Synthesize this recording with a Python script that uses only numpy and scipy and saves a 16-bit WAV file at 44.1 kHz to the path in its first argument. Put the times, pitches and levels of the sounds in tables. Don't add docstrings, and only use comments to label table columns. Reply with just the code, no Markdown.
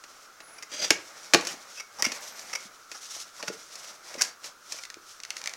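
import sys
import numpy as np
from scipy import signal
from scipy.fft import rfft, irfft, next_fast_len
from scipy.io import wavfile
from scipy.ndimage import uniform_filter1d, map_coordinates

SR = 44100
rng = np.random.default_rng(int(sys.argv[2]) if len(sys.argv) > 2 else 0)


def to_wav(s):
    ch = np.atleast_2d(s).T
    pcm = np.round(np.clip(ch, -1, 1) * 32767)
    wavfile.write(sys.argv[1], SR, pcm.astype(np.int16))


N = 245195
TIME = np.arange(N) / SR
HZ = np.fft.rfftfreq(8192, 1 / SR)
# (frequency [Hz], width [Hz], level [dB])
BOX_MODES = [(90, 35, -14.5), (180, 75, -3), (266, 103, 0), (342.4, 57, 5), (445, 28, 5), (572, 57, 6.5),
             (687, 50, 3), (843, 30, 4), (1136, 41, 5), (1470, 24, -1), (1814, 16, -9), (1776, 150, -7),
             (1950, 88, -14)]


def amp(db):
    return 10 ** (np.asarray(db) / 20)


def unit(x):
    return x / np.sqrt(np.mean(x ** 2) + 1e-20)


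def along(points, hz):
    knots_hz, values = np.transpose(points)
    return np.interp(np.log(hz + 1), np.log(knots_hz), values)


def wobble(knots_per_s):
    return map_coordinates(rng.standard_normal(2048), [TIME * knots_per_s], mode="wrap")


def minimum_phase(gain):
    cepstrum = irfft(np.log(gain))
    half = len(cepstrum) // 2
    cepstrum[1:half] *= 2
    cepstrum[half + 1:] = 0
    return irfft(np.exp(rfft(cepstrum)))


def colour(points):
    return minimum_phase(amp(along(points, HZ)))


def resonator(modes):
    return irfft(sum((-1) ** k * amp(db) * 1j * HZ * width / (hz * hz - HZ ** 2 + 1j * HZ * width)
                     for k, (hz, width, db) in enumerate(modes)))


def through(x, response):
    return unit(signal.fftconvolve(x, response)[:N])


def burst(push, response, energy_s):
    x = signal.fftconvolve(push, response)
    return x * np.sqrt(energy_s * SR) / np.linalg.norm(x)


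def fracture(t60_s, spike):
    t = TIME[:2 * (len(HZ) - 1)]
    push = rng.standard_normal(len(t)) * amp(-60 * t / t60_s)
    push /= np.linalg.norm(push)
    push[0] = spike
    spectrum = rfft(push)
    smoothed = np.sqrt(uniform_filter1d(np.abs(spectrum) ** 2, size=150))
    return irfft(spectrum * rfft(minimum_phase(1 / smoothed)))


def grains(per_s, spread_db):
    impulses = (rng.random(N) < per_s / SR) * rng.choice([-1, 1], N)
    return unit(impulses * amp(spread_db * np.clip(rng.standard_normal(N), -2, 2)))


def add(track, at_s, x):
    start = round(at_s * SR)
    track[start:start + len(x)] += x[:max(N - start, 0)]


def background():
    # (frequency [Hz], level [dB])
    spectrum = [(25, -8.5), (55, -35), (88, -8.5), (130, -15), (400, -5), (950, -6), (1350, 8),
                (1900, -8.5), (3300, -11), (6300, -6.5), (8000, -14.5), (16000, -21)]
    return amp(-54) * through(rng.standard_normal(N), colour(spectrum))


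def room(x, wet_db, patterns=14, delay_s=0.005):
    # (frequency [Hz], T60 [s])
    decay = [(150, 0.33), (1000, 0.35), (5000, 0.22), (14000, 0.16)]
    out = np.zeros(N)
    for part in np.array_split(np.arange(N), patterns):
        hz, t, noise = signal.stft(rng.standard_normal(SR // 2), SR, nperseg=256)
        fade = amp(-60 * t / along(decay, hz)[:, None])
        tail = signal.istft(noise * fade, SR, nperseg=256)[1]
        add(out, part[0] / SR + delay_s, signal.fftconvolve(x[part], tail / np.linalg.norm(tail)))
    return amp(wet_db) * out


def whistle(bend=0.04, drift_hz_per_s=3500, waver_hz=60, flutter_db=2.5):
    # (start [s], length [s], mid-push pitch [Hz], level [dB])
    pushes = [(.411, .195, 10470, -59), (2.09, .39, 13000, -64)]
    out = np.zeros(N)
    for at_s, length_s, mid_hz, db in pushes:
        t = np.arange(1, int(length_s * SR)) / SR
        push = np.sin(np.pi * t / length_s)
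        hz = mid_hz * push ** bend + drift_hz_per_s * (t - t.mean()) + waver_hz * wobble(300)[:len(t)]
        envelope = np.sqrt(push) * amp(flutter_db * wobble(90)[:len(t)])
        add(out, at_s, amp(db) * unit(envelope * np.sin(2 * np.pi * np.cumsum(hz) / SR)))
    return out


def sliding(fall_per_rise=1.12):
    # (fastest at [s], rise [s], hiss [dB], rumble [dB])
    strokes = [(0.156, 0.13, -57, -59), (0.504, 0.14, -60.5, -54), (1.244, 0.42, -50, -52),
               (1.458, 0.11, -46, -43), (1.672, 0.13, -52, -57.5), (2.133, 0.17, -45, -44.5),
               (2.455, .22, -48, -48), (2.98, .12, -48, -59), (3.146, 0.086, -40, -54.5),
               (3.474, 0.2, -49, -54.5), (3.83, 0.15, -48, -51), (4.109, 0.061, -45, -46),
               (4.24, 0.057, -43, -45), (4.461, 0.036, -43, -46.5), (4.745, 0.074, -43, -54),
               (5.102, 0.068, -49.5, -67), (5.483, 0.22, -50.5, -52.5)]
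    # (frequency [Hz], level [dB])
    skin_spectrum = [(500, -28.5), (1100, -9), (2200, -6.5), (3500, -1.5), (4700, 0.5), (5700, 5.5),
                     (7000, -0.5), (8500, -6.5), (11500, -12), (16000, -26)]
    panel_spectrum = [(30, -27), (90, -16.5), (170, -7), (330, -6.5), (600, 5), (900, 3), (1500, 0.5),
                      (2200, 3.5), (3200, -15), (6000, -25)]
    hiss_power, rumble_power = np.zeros((2, N))
    for at_s, rise_s, hiss_db, rumble_db in strokes:
        width_s = np.where(TIME < at_s, rise_s, fall_per_rise * rise_s)
        speed = np.exp(-2 * ((TIME - at_s) / width_s) ** 2)
        hiss_power += speed * amp(hiss_db) ** 2
        rumble_power += speed * amp(rumble_db) ** 2
    fibres = grains(per_s=6000, spread_db=2.5)
    hiss = amp(3 * wobble(45)) * through(fibres, colour(skin_spectrum))
    panels = through(grains(per_s=1500, spread_db=0), colour(panel_spectrum))
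    hollow = through(grains(per_s=740, spread_db=4), resonator(BOX_MODES))
    rumble = amp(-2 + 2.04 * wobble(30)) * (panels + amp(-15.5) * hollow)
    return np.sqrt(hiss_power) * hiss + np.sqrt(rumble_power) * rumble


def bumps():
    # (time [s], level [dB], pitch [Hz])
    contacts = [(.907, -29, 280), (1.339, -23.5, 298), (1.351, -20, 410), (1.534, -46.5, 254),
                (2.063, -33.5, 238), (2.65, -51, 214), (3.161, -48, 676), (3.431, -36.5, 575),
                (3.481, -41.5, 179), (3.497, -32.5, 440), (4.149, -39, 516), (4.172, -45.5, 254),
                (4.741, -48.5, 650), (4.965, -46.5, 363)]
    out, box, t = np.zeros(N), resonator(BOX_MODES), TIME[:SR // 20]
    for at_s, db, hz in contacts:
        push = np.sin(2 * np.pi * hz * t) * np.exp(-0.8 * hz * t)
        add(out, at_s, amp(db) * burst(push, box, energy_s=0.0066))
    return out


def bag(pop_hz=2100, pop_db=-2.5, scatter_db=1.5):
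    # (time [s], level [dB])
    crinkles = [(4.836, -30.5), (4.8525, -32.5), (4.9015, -30.5), (4.9425, -33.5), (5.202, -33),
                (5.235, -28), (5.2502, -31), (5.3047, -22), (5.3676, -25.5), (5.4153, -31), (5.4402, -28),
                (5.459, -24.5), (5.474, -21), (5.4948, -30.5), (5.5369, -29)]
    # (frequency [Hz], level [dB])
    film_spectrum = [(1200, -14), (2800, -6), (4400, 8), (6200, 9.5), (8000, -1.5), (11000, -10.5),
                     (16000, -48)]
    out, film = np.zeros(N), colour(film_spectrum)
    for at_s, db in crinkles:
        facet = resonator([(pop_hz * np.exp(0.1 * rng.standard_normal()), 600, 0)])
        tick = burst(fracture(t60_s=0.011, spike=0.35), film, energy_s=0.00069)
        pop = burst(fracture(t60_s=0.02, spike=0.4), facet, energy_s=0.00064)
        pop_gain = amp(pop_db + scatter_db * rng.standard_normal())
        add(out, at_s, amp(db) * (tick + pop_gain * pop))
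    return out


def creaks(slip_hz=650, gap_scatter=0.35, spread_db=1.4, ring_db=-0.5, wake_s=0.0074):
    # (start [s], length [s], level [dB], sheet pitch [ratio])
    runs = [(0.58, 0.013, -48.5, 1.1), (0.626, .012, -44.5, 0.95), (1.475, 0.033, -42, 1.37),
            (1.76, 0.041, -46, 1.2), (1.796, .015, -38, 1.01), (1.984, .03, -40, 0.43),
            (2.021, 0.0046, -17.5, 0.89), (2.042, 0.016, -25.5, 1.04), (2.06, .013, -32.5, 1.26),
            (2.529, .012, -33.5, 0.97), (2.55, 0.012, -31, 1.035), (2.942, 0.024, -46, 0.62),
            (3.392, 0.022, -45.5, 0.46), (3.474, 0.016, -37.5, 0.66), (4.179, 0.028, -41.5, 0.96),
            (4.206, 0.014, -29.5, 0.78), (4.785, 0.011, -42.5, 1.1)]
    # (frequency [Hz], width [Hz], level [dB])
    squeak_modes = [(4685, 83, 2), (5590, 390, 4.5), (6200, 370, -1), (7010, 490, -9), (8500, 380, -10.5),
                    (9900, 4000, -20.5)]
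    sheet_modes = [(485, 76, -0.5), (880, 310, -8.5), (1287, 160, 2), (1800, 570, -2.5), (2172, 137, 10.5),
                   (2350, 100, -2.5), (2560, 350, -3)]
    out, squeak = np.zeros(N), resonator(squeak_modes)
    for at_s, length_s, db, ratio in runs:
        sheet = resonator([(hz * ratio, width, level) for hz, width, level in sheet_modes])
        gaps, sizes = rng.standard_normal((2, 64))
        slip_s = np.cumsum(np.exp(gap_scatter * gaps)) / slip_hz
        swell = np.sqrt(np.abs(np.sin(np.pi * np.minimum(slip_s / length_s, 1))))
        slips = np.bincount((slip_s * SR).astype(int), swell * amp(spread_db * sizes))
        woken = 1 - np.exp(-(length_s / wake_s) ** 2)
        ring = amp(ring_db) * woken * burst(slips, sheet, length_s)
        add(out, at_s, amp(db) * (burst(slips, squeak, length_s) + ring))
    return out


def tab(rasp_db=-3.5, squeal_db=-1, wedged_at_s=0.799, wedged_width_s=0.095, release_s=0.03):
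    # (time [s], friction [dB])
    drag = [(0.69, -61), (0.724, -31), (0.774, -40.5), (0.844, -25.5), (0.893, -41.5)]
    # (frequency [Hz], level [dB])
    rasp_spectrum = [(60, -27), (200, -8), (600, -4.5), (1000, -8), (1600, -2), (3200, -1), (4000, -6),
                     (5000, -2.5), (7000, -0.5), (9000, -12.5), (16000, -25)]
    # (frequency [Hz], width [Hz], level [dB])
    slot_modes = [(600, 59, -1), (1670, 39, -11), (3250, 50, -1), (4845, 71, 11.5), (5750, 150, 0),
                  (6530, 180, 1)]
    drag_s, drag_db = np.transpose(drag)
    outside_s = np.abs(TIME - np.clip(TIME, drag_s[0], drag_s[-1]))
    friction = amp(np.interp(TIME, drag_s, drag_db)) * np.exp(-outside_s / release_s)
    wedged = np.exp(-((TIME - wedged_at_s) / wedged_width_s) ** 2)
    slips = grains(per_s=1900, spread_db=1) * amp(1.8 * wobble(130.2))
    rasp = amp(rasp_db) * through(slips, colour(rasp_spectrum))
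    squeal = amp(squeal_db) * wedged * through(slips, resonator(slot_modes))
    return friction * (rasp + squeal)


def snaps(clack_hz=2170, full_level_t60_s=0.023, t60_doubling_db=38, thump_db=-5, thump_slope=1.66):
    # (time [s], crack [dB], clack re crack [dB])
    hits = [(0.0383, -33, -3), (.404, -36.5, 1), (0.625, -26, -5.5), (.9054, -2, -1.5), (1.3359, -5.5, 1.5),
            (1.34, -4.5, -12), (1.3458, -8, 6), (1.4102, -24.5, -3), (1.4506, -23, -7.5),
            (1.4707, -15, -8.5), (2.0245, -18.5, -1), (2.119, -19.5, -3.5), (2.393, -27.5, -10),
            (2.916, -26, -3), (3.427, -25.5, 1), (3.481, -22, -1), (3.755, -26, -12.5), (4.141, -27.5, -4),
            (4.2128, -12, -11), (4.2195, -4, -13.5), (4.4424, -27.5, -4.5), (4.722, -17.5, -11.5)]
    # (frequency [Hz], level [dB])
    edge_spectrum = [(1800, -55), (3500, -19), (4500, -5), (5600, 0), (6800, -3.5), (8700, -15.5),
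                     (10000, -15), (12500, -24), (16000, -30)]
    sheet_spectrum = [(300, -48.5), (700, -7.5), (1000, -2.5), (1350, -4), (1800, -2.5), (2100, -4.5),
                      (2600, -1.5), (3300, -5), (4500, 1.5), (9000, -31)]
    out, edge = np.zeros(N), colour(edge_spectrum)
    sheet = irfft(rfft(colour(sheet_spectrum)) * rfft(resonator([(clack_hz, 1300, 0)])))
    thump = burst([1.], resonator(BOX_MODES), energy_s=0.00043)
    for at_s, db, clack_db in hits:
        t60_s = full_level_t60_s * 2 ** (-db / t60_doubling_db)
        crack = burst(fracture(t60_s, spike=0.37), edge, energy_s=0.00037)
        clack = burst(fracture(t60_s, spike=0.33), sheet, energy_s=0.0006)
        add(out, at_s, amp(db) * (crack + amp(clack_db) * clack))
        add(out, at_s, amp(db + thump_db + thump_slope * clack_db) * thump)
    return out


def scene():
    handling = snaps() + bumps() + creaks() + tab() + sliding() + bag() + whistle()
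    return (handling + room(handling, wet_db=-11) + background())[None]


def record(dry):
    top_hz = 16400
    limited = dry / (1 + np.abs(dry) ** 6) ** (1 / 6)
    size = next_fast_len(N + SR // 4)
    passband = np.fft.rfftfreq(size, 1 / SR) < top_hz
    return irfft(rfft(limited, size) * passband, size)[:, :N]


dry = scene()
out = record(dry)
to_wav(out)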